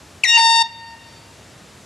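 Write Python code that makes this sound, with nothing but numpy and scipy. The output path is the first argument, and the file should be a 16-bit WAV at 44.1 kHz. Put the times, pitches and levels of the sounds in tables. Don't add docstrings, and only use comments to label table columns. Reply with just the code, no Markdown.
import sys
import numpy as np
from scipy import signal
from scipy.io import wavfile
from scipy.ndimage import uniform_filter1d

SR = 44100
rng = np.random.default_rng(int(sys.argv[2]) if len(sys.argv) > 2 else 0)


def persist_wave(psi):
    counts = np.round(np.clip(psi, -1, 1) * 32767).astype(np.int16)
    wavfile.write(sys.argv[1], SR, np.atleast_2d(counts).T)


N = 81585

START_S, STOP_S = .2358, .6263
ATTACK_S, RELEASE_S = .001, .0035
# (time [s], level [dB])
PRESSURE = [(.236, 2), (.25, 5), (.27, 2.5), (.3, 7.5), (.365, 10), (.38, 7), (.4, 5.5), (.45, 6),
            (.55, 4.5), (.62, 5)]


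def horn():
    t = np.arange(N) / SR
    opening = (1 + np.tanh((t - START_S) / ATTACK_S - 1)) / 2
    closing = (1 - np.tanh((t - STOP_S) / RELEASE_S)) / 2
    return (diaphragm() + gas_jet()) * opening * closing * amp(in_time(PRESSURE))


STRAIN_HZ, STEADY_HZ, CREEP_HZ_PER_S = 929, 916.2, 9
SLIP_AT_S, SLIP_S = .374, .005
CHIRP_HZ, CHIRP_S = 526.6, .007
JITTER_HZ, JITTER_RATE_HZ = 3.44, 180


def diaphragm_pitch():
    t = np.arange(N) / SR
    strain = (1 - np.tanh((t - SLIP_AT_S) / SLIP_S)) / 2
    creep = CREEP_HZ_PER_S * np.maximum(t - SLIP_AT_S, 0)
    rest = STEADY_HZ + (STRAIN_HZ - STEADY_HZ) * strain + creep
    chirp = CHIRP_HZ * np.exp(-np.maximum(t - START_S, 0) / CHIRP_S)
    jet_db = in_time(JET)
    jitter = JITTER_HZ * amp((jet_db - jet_db.max()) / 2) * drift(JITTER_RATE_HZ)
    return rest + chirp + jitter, rest


SPREAD_RAD = -.17
WAVER_DB, WAVER_RATE_HZ = .5, 36
RIGHT_LAG_S = 3e-5
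# (time [s], stage [0 squeal, 1 third partial caught, 2 full strain, 3 steady])
STAGE = [(.27, .01), (.282, 0.9), (.29, 0.97), (.362, 1.79), (.371, 1.97), (.379, 2.98)]
# (multiple of the pitch, level in stage 0 [dB], in stage 1 [dB],
# in stage 2 [dB], in stage 3 [dB], left minus right [dB])
PARTIALS = [(1, -46, -42.5, -25, -14.5, 4), (2, -18, -24.5, -26, -21, 7), (3, -48, -24, -11.5, -23, 2.5),
            (4, -26, -20, -34.5, -23, 9), (5, -66, -41, -25.5, -20, 2), (6, -24.5, -19.5, -37.5, -25, 3.5),
            (7, -42.5, -37, -31, -35, 7), (8, -37.5, -31.5, -40.5, -36.5, 3),
            (9, -52, -41.5, -47, -35.5, 2.5), (10, -41, -37, -54, -34, 3.5), (11, -66, -60, -47, -42, -3),
            (12, -66, -52, -63, -60.5, -4), (13, -81, -58, -61, -52, 3), (14, -91, -65, -85, -61, -9),
            (15, -93, -93, -86, -60, 7), (16, -90, -95, -104, -58, 2), (17, -95, -95, -89, -63, 2)]


def diaphragm():
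    pitch, rest = diaphragm_pitch()
    lag = 2 * np.pi * pitch * RIGHT_LAG_S * np.array([[0], [1]])
    phase = 2 * np.pi * np.cumsum(pitch) / SR - lag
    stage, out = in_time(STAGE), np.zeros((2, N))
    for k, *levels, lean_db in PARTIALS:
        stage_db = np.interp(stage, range(len(levels)), levels)
        swept_db = flare_db(k * pitch) - flare_db(k * rest)
        waver_db = WAVER_DB * np.sqrt(k) * drift(WAVER_RATE_HZ)
        gain = np.sqrt(2) * amp(stage_db + swept_db + waver_db) * sides(lean_db)
        out -= gain * np.cos(k * phase + SPREAD_RAD * k * k)
    return out


FLARE_HZ, FLARE_WIDTH_HZ, FLARE_DB = 2840, 570, 16.5


def flare_db(hz):
    return FLARE_DB / (1 + ((hz - FLARE_HZ) / FLARE_WIDTH_HZ) ** 2)


# (time [s], level [dB])
JET = [(.236, -29), (.28, -39), (.33, -41), (.372, -28), (.4, -24.5), (.42, -51.5), (.6, -39), (.626, -32)]
# (frequency [Hz], level [dB per Hz])
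JET_COLOUR = [(500, -30), (800, 11), (1300, -2.5), (2500, 2.5), (4500, 10), (7000, -18), (10000, -39),
              (12000, -46), (15000, -50)]


def gas_jet():
    return amp(in_time(JET)) * banded_noise(JET_COLOUR, patchy_db=5.0)


# (delay [s], level [dB], left minus right [dB], low-pass cutoff [Hz])
ECHOES = [(.0035, -20, -19, 6040), (.012, -49, -24, 4860), (0.022, -19, -5, 4000), (0.031, -29.5, 14, 2000),
          (0.045, -19, -2, 6100), (.11, -36.5, -6, 1360), (0.329, -27, 4.5, 1450), (.47, -44.5, 12, 1450),
          (.7, -47, 5.5, 2050)]


def flat_echoes():
    answer = np.zeros((2, N))
    for delay, level_db, lean_db, cut_hz in ECHOES:
        click = (np.arange(N) == int(delay * SR)) * amp(level_db) * sides(lean_db)
        low_pass = signal.butter(2, cut_hz, fs=SR, output="sos")
        answer += signal.sosfilt(low_pass, click + 1e-18)
    return answer


SCATTER_SHARED = 0.95
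# (start [s], level before band filter [dB], time to fall 60 dB [s], band low [Hz], band high [Hz])
SCATTER = [(.006, -11.5, 0.3, 1110, 5940), (.05, -21, 1.72, 1560, 2440), (0.049, -23.5, 1.52, 2960, 5700)]


def scattered_returns():
    t, answer = np.arange(N) / SR, np.zeros((2, N))
    for start, level_db, t60, low_hz, high_hz in SCATTER:
        mid, side = rng.standard_normal((2, N))
        noise = np.sqrt(SCATTER_SHARED) * mid + np.sqrt(1 - SCATTER_SHARED) * side * [[1], [-1]]
        tail = noise * amp(-60 * t / t60) * (t > start)
        band = signal.butter(2, [low_hz, high_hz], "band", fs=SR, output="sos")
        answer += amp(level_db) * signal.sosfilt(band, rms_one(tail) / np.sqrt(N) + 1e-18)
    return answer


def yard(direct):
    answer = flat_echoes() + scattered_returns()
    return signal.fftconvolve(answer, direct.mean(axis=0)[None], axes=1)[:, :N]


HUSH_DB = -44.5
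# (frequency [Hz], level [dB per Hz])
HUSH = [(15, -53), (25, -41.5), (82, 1), (221, -5), (267, -7.5), (421, -9.5), (648, -9.5), (871, -13),
        (8810, -21.5), (13500, -50.5), (15500, -53)]


def hush():
    return amp(HUSH_DB) * banded_noise(HUSH, patchy_db=0.3)


# (frequency [Hz], left-right correlation [-1 to 1])
LIKENESS = [(60, 0.99), (180, 1), (550, 0.79), (1650, 0.91), (4970, 0.99), (15000, 0.65)]
# (frequency [Hz], left minus right [dB])
LEAN = [(60, 1.5), (240, -2), (950, 1.5), (3770, 1.0), (15000, 1.0)]


def banded_noise(spectrum, patchy_db):
    out, edges = 0, 22 * 2 ** np.arange(0, 10, .5)
    white = rng.standard_normal((2, 2, N))
    for k, (low, high) in enumerate(zip(edges, edges[1:])):
        band = signal.butter(2, [low, high], "band", fs=SR, output="sos")
        mid, side = signal.sosfilt(band, white[k % 2])
        hz = np.sqrt(low * high)
        alike = at_hz(LIKENESS, hz)
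        gain = amp(at_hz(spectrum, hz) + patchy_db * drift(6.1)) * sides(at_hz(LEAN, hz))
        out = out + gain * (np.sqrt(1 + alike) * mid + np.sqrt(1 - alike) * side * [[1], [-1]])
    return rms_one(out)


def drift(rate_hz):
    step = 40
    r = np.exp(-2 * np.pi * rate_hz * step / SR)
    white = rng.standard_normal(N // step + 2002)
    slow = signal.lfilter([1], [1, -2 * r, r * r], white)[2000:]
    return np.interp(np.arange(N) / step, np.arange(len(slow)), rms_one(slow))


def amp(db):
    return 10 ** (np.asarray(db) / 20)


def sides(db):
    return amp(np.array([[db / 2], [-db / 2]]))


def rms_one(x):
    return x / np.sqrt(np.mean(x ** 2) + 1e-20)


def in_time(rows):
    return np.interp(np.arange(N) / SR, *np.transpose(rows))


def at_hz(points, hz):
    table = np.array(points)
    return np.interp(np.log(hz), np.log(table[:, 0]), table[:, 1])


def scene():
    blast = horn()
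    return blast + yard(blast) + hush()


GAIN_FROM_DB, GAIN_SHARE = -33.5, 0.23
GAIN_ATTACK_S, GAIN_BACK_DB_PER_S = 0.011, 12.5
CEILING, CUTOFF_HZ = .95, 15900


def record(dry):
    t = np.arange(N) / SR
    power = uniform_filter1d(np.mean(dry ** 2, axis=0), size=441)
    level_db = 10 * np.log10(power + 1e-12)
    cut_db = GAIN_SHARE * np.maximum(level_db - GAIN_FROM_DB, 0)
    ramp_db = GAIN_BACK_DB_PER_S * t
    held_db = np.maximum.accumulate(cut_db + ramp_db) - ramp_db
    r = np.exp(-1 / (GAIN_ATTACK_S * SR))
    wet = dry * amp(-signal.lfilter([1 - r], [1, -r], held_db))
    wet = wet / (1 + (wet / CEILING) ** 16) ** (1 / 16)
    low_pass = signal.cheby2(28, 70, CUTOFF_HZ, fs=SR, output="sos")
    return signal.sosfilt(low_pass, wet)


dry = scene()
out = record(dry)
persist_wave(out)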